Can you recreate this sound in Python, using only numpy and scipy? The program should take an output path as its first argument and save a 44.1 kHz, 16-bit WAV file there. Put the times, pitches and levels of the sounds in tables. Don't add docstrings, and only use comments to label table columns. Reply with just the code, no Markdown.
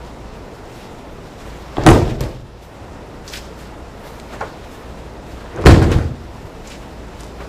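import sys
import numpy as np
from scipy import signal
from scipy.io import wavfile

SR = 44100
rng = np.random.default_rng(int(sys.argv[2]) if len(sys.argv) > 2 else 0)


def log_audio(samples):
    frames = np.atleast_2d(samples).T
    limited = np.clip(frames, -1, 1)
    pcm = np.round(limited * 32767).astype(np.int16)
    wavfile.write(sys.argv[1], SR, pcm)


def gain_from_db(level_db):
    decades = np.asarray(level_db, float) / 20
    return 10 ** decades


N = 330249

BAND_EDGES = 22 * 2 ** np.arange(0, 10, .5)
# (frequency [Hz], width [Hz], level [dB])
FLOOR_MODES = [
    [(33.7, 10, -1), (61.7, 7, -4), (88.7, 18, -2), (129.7, 9.5, -2)],
    [(35.9, 7.4, -9), (80, 6.7, 2), (104.4, 13.5, -2), (134.3, 13, -4)],
]


def rms_one(x):
    return x / np.sqrt(np.mean(x ** 2) + 1e-20)


def at_hz(points, hz):
    table_hz, value = np.transpose(points)
    return np.interp(np.log(hz), np.log(table_hz), value)


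def band(x, low_hz, high_hz):
    edges_hz = [low_hz, min(high_hz, .45 * SR)]
    return signal.sosfilt(signal.butter(2, edges_hz, "band", fs=SR, output="sos"), x)


def drift(rate_hz):
    r = np.exp(-80 * np.pi * rate_hz / SR)
    slow = signal.lfilter([1], [1, -2 * r, r * r], rng.standard_normal(N // 40 + 2002))
    slow = rms_one(slow[2000:])
    return np.interp(np.arange(N) / 40, np.arange(len(slow)), slow)


def resonate(x, modes):
    out = 0
    for k, (hz, width_hz, db) in enumerate(modes):
        r = np.exp(-np.pi * width_hz / SR)
        poles = [1, -2 * r * np.cos(2 * np.pi * hz / SR), r * r]
        ringing = signal.lfilter([1, 0, -1], poles, x) * np.sqrt(1 - r * r)
        out = out + (-1) ** k * gain_from_db(db) * ringing
    return out


def coloured(white, spectrum, patchy_db):
    out = 0
    for k, (low, high) in enumerate(zip(BAND_EDGES, BAND_EDGES[1:])):
        level_db = at_hz(spectrum, np.sqrt(low * high))
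        if level_db > -60:
            flicker = 1 + patchy_db / 11.0 * drift(12.0)
            out = out + gain_from_db(level_db) * flicker * band(white[k % 2], low, high)
    return rms_one(out)


def grains(per_s, uneven_db):
    born = rng.random((2, N)) < per_s / SR
    size = gain_from_db(uneven_db * np.minimum(rng.exponential(1, (2, N)), 4))
    return born * size * rng.choice([-1, 1], (2, N)) + 1e-18


def swells(s, db, fade_s, least_rise_s, rise_share, rest_db=-90):
    t = np.arange(0, N + 32, 32)[:, None] / SR - s
    rise_s = least_rise_s + rise_share * fade_s
    power = gain_from_db(db - 20 * np.maximum(t / fade_s, -t / rise_s)) ** 2
    gain = np.sqrt(power.sum(axis=1) + gain_from_db(rest_db) ** 2)
    return np.interp(np.arange(N) / 32, np.arange(len(t)), gain)


def ventilation():
    # (frequency [Hz], density [dB per Hz])
    air_spectrum = [(12, -33), (20, 0.5), (60, 0), (285, -6), (377, -4.5), (542, -8), (718, -8.5),
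                    (1760, -22), (7110, -35.5), (13200, -50.5), (14700, -26), (16000, -80)]
    # (time [s], level [dB])
    hum_levels = [(0.0, -34), (0.6, -43), (0.98, -68), (1.31, -54), (1.48, -33.5), (1.85, -42), (2.08, -17),
                  (2.75, -47), (3.54, -35.5), (4.38, -42), (4.61, -56), (4.88, -37.5), (5.55, -36.5),
                  (5.82, -18), (6.53, -42), (7.03, -35.5), (7.49, -34)]
    air = gain_from_db(-34.5) * coloured(rng.standard_normal((2, N)), air_spectrum, patchy_db=1.43)
    hum = np.sin(2 * np.pi * np.cumsum(57.5 + 1.5 * drift(2.46)) / SR)
    s, db = np.transpose(hum_levels)
    return air + gain_from_db(np.interp(np.arange(N) / SR, s, db) + 0.5) * hum


def sliding():
    # (frequency [Hz], density [dB per Hz])
    scuff_spectrum = [(700, -70), (1500, -6.5), (1800, -7), (2700, -7), (4900, -11), (6400, -12.5),
                      (10000, -45), (14000, -70)]
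    # (time [s], scuff [dB], fade [s], swish above scuff [dB])
    footwork = [(.05, -46, 0.23, -10), (.36, -52, 0.28, -8), (.546, -49.5, 0.17, -5),
                (.758, -41.5, 0.43, -8), (1.12, -62, .1, 7), (1.26, -50, 0.28, -5),
                (1.45, -39.5, 0.73, -10), (2.632, -46, 0.18, 0), (3.272, -42, 0.14, -3),
                (3.34, -24, 0.1, -9), (3.45, -43, 0.31, -18), (3.59, -39.5, 0.16, -5),
                (4.06, -42.5, 0.45, -3), (4.33, -39, 0.17, -13), (4.41, -42.5, 0.63, -11),
                (4.72, -44.5, 0.44, -4), (5.3, -41.5, 0.33, -8), (6.342, -49.5, .8, -4.5),
                (6.674, -39, 0.17, -11), (6.72, -28.5, .07, -19), (6.78, -44, .4, -9),
                (7.062, -46.5, 0.35, -18), (7.2, -38, 0.2, -8), (7.408, -39.5, 0.15, -12)]
    # (time [s], scuff [dB], fade [s], swish above scuff [dB])
    tumbles = [(1.78, -38, 0.41, -22), (1.838, -35, .05, -20), (1.9, -21, .1, -3), (1.934, -19.5, 0.4, -16),
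               (2.098, -25.5, 0.081, -13), (2.18, -43, 0.18, -25), (2.212, -23, .03, -20),
               (2.23, -26.5, 0.15, -8), (5.62, -34, 0.028, -16), (5.71, -16, 0.05, -18),
               (5.73, -22.5, 0.38, -15), (5.828, -22.5, 0.067, -22), (5.922, -21, .12, -15)]
    # (time [s], level [dB], fade [s])
    drags = [(.05, -45, 0.1), (.366, -40, 0.13), (1.26, -38, 0.11), (1.45, -36, 0.4), (1.78, -28.5, 0.4),
             (1.84, -23, .1), (1.89, -5.5, .03), (2.06, -37, 0.22), (2.098, -21.5, 0.14),
             (2.212, -23.5, 0.084), (2.25, -22, .12), (2.844, -42, .1), (3.272, -35, 0.16),
             (3.72, -41, .15), (4.04, -33.5, 0.25), (4.34, -30.5, .2), (4.4, -31.5, 0.32),
             (4.84, -35, 0.29), (5.41, -36, 0.3), (5.58, -25.5, 0.35), (5.71, -23, .03),
             (5.828, -11.5, 0.087), (5.922, -17, 0.14), (5.985, -24, 0.18), (6.342, -41, 0.49),
             (6.72, -40, .05), (6.98, -51, 0.099), (7.21, -32.5, 0.13), (7.408, -26.5, .07)]
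    scuff = coloured(grains(6000, uneven_db=2.0), scuff_spectrum, patchy_db=-2.0)
    fine, coarse = grains(9000, uneven_db=-1.5)
    swish, drag = rms_one(band(fine, 3400, 15700)), rms_one(band(coarse, 375, 1600))
    out = gain_from_db(-7.5) * swells(*np.transpose(drags), .015, 0.31, rest_db=-46) * drag
    out = out + gain_from_db(-64) * scuff + gain_from_db(-86) * swish
    for motions, least_rise_s, rise_share in [(footwork, .015, 0.28), (tumbles, 0.011, .1)]:
        s, db, fade_s, swish_db = np.transpose(motions)
        out = out + gain_from_db(-6.0) * swells(s, db, fade_s, least_rise_s, rise_share) * scuff
        out = out + gain_from_db(-6.5) * swells(s, db + swish_db, fade_s, least_rise_s, rise_share) * swish
    return gain_from_db(1.53 * drift(18.0)) * out


def rolling():
    # (frequency [Hz], width [Hz], level [dB])
    mat_modes = [(148.4, 24, -2.5), (238, 28, -12), (321.8, 19, 1), (390, 73, -1), (474, 50, -3),
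                 (673, 140, -5.5)]
    # (time [s], boards [dB], fade [s], foam above boards [dB])
    shifts = [(1.782, -13, .07, -11), (1.835, -19, .1, -9), (1.871, -3, 0.24, 1), (1.96, -5, 0.19, -7),
              (2.07, -10.5, 0.3, -7.5), (2.208, -9, 0.19, -10.5), (2.42, -25.5, .3, -20),
              (5.55, -30, 0.17, 4.5), (5.59, -18.5, 0.12, -0.5), (5.663, 4, 0.12, -8),
              (5.686, 8, 0.091, -11.5), (5.765, 0, 0.067, -22), (5.79, -17.5, 0.21, 4.5),
              (5.83, -6.5, .1, -8), (5.87, -1.5, 0.12, -15), (5.92, -3.5, .15, -14.5),
              (5.96, -2.5, .2, -17), (6.254, -32, .3, -13), (6.44, -30, .05, -7)]
    shaking = rng.standard_normal(N)
    foam = rms_one(resonate(rng.standard_normal(N), mat_modes))
    first, second = (rms_one(resonate(shaking, modes)) for modes in FLOOR_MODES)
    boards = np.where(np.arange(N) < N / 2, first, second)
    s, db, fade_s, foam_db = np.transpose(shifts)
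    out = gain_from_db(-4.5) * swells(s, db, fade_s, .008, .03) * boards
    return out + gain_from_db(-1.0) * swells(s, db + foam_db, fade_s, .008, .03) * foam


def ticks():
    # (time [s], peak [dB], centre [Hz], length [ms])
    short_bursts = [(1.769, -15, 800, 0.63), (1.7687, -19.5, 2760, 0.95), (1.837, -19, 4900, 1.2),
                    (1.864, -8.5, 3000, 5.6), (1.872, -12, 6950, 2.5), (1.8878, -5, 2600, 4.1),
                    (1.889, -11, 7500, 2), (1.905, -13.5, 8000, 3), (1.916, -10, 2200, 4),
                    (2.092, -32, 3000, 10), (2.2073, -8, 4900, 1.4), (2.2086, -13, 11000, .8),
                    (2.215, -17, 6500, 0.92), (2.238, -16, 3480, 1), (5.46, -31, 1180, 1.1),
                    (5.562, -31, 5460, 0.9), (5.613, -39, 9000, 1), (5.6395, -12, 690, 1.4),
                    (5.641, -36, 6000, 0.75), (5.659, -3.5, 3240, 7.9), (5.66, -16, 12500, 12),
                    (5.667, -6, 3600, 12), (5.681, -5, 2950, 6.7), (5.826, -17, 6960, 1.1),
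                    (5.899, -23, 1000, 2), (5.917, -13.5, 6960, 1.2), (5.925, -15.5, 1990, 8.6),
                    (5.985, -19, 1200, 8),
                    (0.049, -36, 4000, 2), (3.278, -23.5, 4900, 16), (3.3, -30, 5000, 11),
                  (3.336, -21, 3180, 8.1), (3.357, -22, 3000, 11), (3.372, -22.5, 5100, 8),
                  (4.199, -30, 5460, 1.5), (4.1995, -27.5, 3000, 1.5), (4.332, -23.5, 585, 11),
                  (4.407, -16, 610, 15), (4.408, -28, 5000, 2.5), (4.411, -17, 1060, 14),
                  (6.673, -31, 5450, 11), (6.7, -32.5, 7000, 6), (7.206, -29, 6800, 5.8),
                  (7.234, -29, 6000, 1), (7.242, -34, 8000, 1), (7.266, -36, 7000, 1)]
    out, t = np.zeros(N), np.arange(2048) / SR
    for s, db, hz, length_ms in short_bursts:
        burst = rng.standard_normal(len(t)) * np.exp(-1000 * t / length_ms)
        burst[0] += 4
        snap = band(burst, hz / 1.35, hz * 1.35)
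        at = round(s * SR)
        out[at:at + len(t)] += gain_from_db(db) * snap / np.abs(snap).max()
    return out


def blows():
    # (time [s], thud [dB], boom [dB], slap [dB])
    landings = [(1.7704, -19, -42, -44), (1.781, -6, -17.5, -27), (1.8641, 4.5, -4, 3.5),
                (1.872, 5, -3, -6), (1.889, 4, -8.5, -19), (1.915, 3, -4.5, -20), (1.955, -0.5, -25, -17),
                (2.015, -9, -8, -32), (2.2076, -5.5, -22, -21), (2.238, -14, -19, -28),
                (4.4071, -20, -35, -40), (5.59, -20, -30, -40), (5.6395, -12, -29, -29),
                (5.6536, -13, -22, -14), (5.659, 6, 0.5, 0.5), (5.666, 2, 3.5, 1.5), (5.682, -14, 2.5, -15),
                (5.703, -14, 0.5, -20), (5.723, -19, -3, -25), (5.761, -6.5, -2.5, -14),
                (5.818, -7, 0.5, -14), (5.916, -2.5, -16.5, -17), (5.986, -24, -12.5, -15.5),
                (7.404, -22.5, -37, -35)]
    # (low edge [Hz], high edge [Hz])
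    blow_bands = [
        (231, 1055),
        (64.4, 363),
        (507, 1680),
        (1550, 8600),
    ]
    contact_s = (.002, .005, .002, .0004)
    out, t = np.zeros(N), np.arange(12000) / SR
    for s, thud_db, boom_db, slap_db in landings:
        ragged = 1 + 0.75 * rng.standard_normal(len(t))
        parts = []
        for (low, high), lasting_s in zip(blow_bands, contact_s):
            push = ragged * t * np.exp(-t / lasting_s) + 1e-18
            parts.append(band(band(push, low, high), low / 1.1, high * 1.15))
        parts.append(resonate(parts[1], FLOOR_MODES[int(s > N / SR / 2)]))
        crack_db = 1.2 * slap_db - 5.5
        at = round(s * SR)
        for db, part in zip([thud_db, boom_db, slap_db, crack_db, boom_db + 0.5], parts):
            out[at:at + len(t)] += (gain_from_db(db) * part / np.abs(part).max())[:N - at]
    return out


def hall(x):
    # (frequency [Hz], time to fall 60 dB [s])
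    decay = [(45, 1), (110, 1), (280, 0.71), (740, 0.56), (1940, 0.37), (5120, 0.47), (13500, 0.12)]
    # (frequency [Hz], level [dB])
    share = [(130, -33.5), (210, -30), (330, -31.5), (500, -26.5), (750, -33), (1500, -29.5), (5000, -29),
             (14000, -24.5)]
    t = np.arange(SR) / SR
    white, tail = rng.standard_normal((2, len(t))), 0
    for k, (low, high) in enumerate(zip(BAND_EDGES[5:], BAND_EDGES[6:])):
        hz = np.sqrt(low * high)
        dying = gain_from_db(at_hz(share, hz) - 60 * t / at_hz(decay, hz))
        tail = tail + band(white[k % 2], low, high) * dying
    build_up = 1 - np.exp(-t / .008)
    return signal.fftconvolve(x, tail * build_up)[:N]


def scene():
    heavy, small = blows(), ticks()
    struck = heavy + small + hall(heavy + gain_from_db(-9) * small)
    return (ventilation() + sliding() + rolling() + struck)[None]


def gain_db():
    # (time [s], depth [dB], hold [s])
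    ducks = [
        (1.864, 7.5, 0.38),
        (5.663, 4.5, 0.22),
    ]
    duck_s, recover_s = 0.15, 0.49
    t, gain = np.arange(N) / SR, 0.09
    for s, depth_db, hold_s in ducks:
        corners_s = np.cumsum([0, duck_s, hold_s, recover_s])
        gain = gain - depth_db * np.interp(t - s, corners_s, [0, 1, 1, 0])
    return gain


def roll_off(x):
    return signal.sosfilt(signal.butter(12, 16420, fs=SR, output="sos"), x)


def record(dry):
    top_cut = signal.cheby2(12, 45, 15700, fs=SR, output="sos")
    levelled = signal.sosfilt(top_cut, dry) * gain_from_db(gain_db())
    return roll_off(np.clip(levelled, -.99, .99))


dry = scene()
out = record(dry)
log_audio(out)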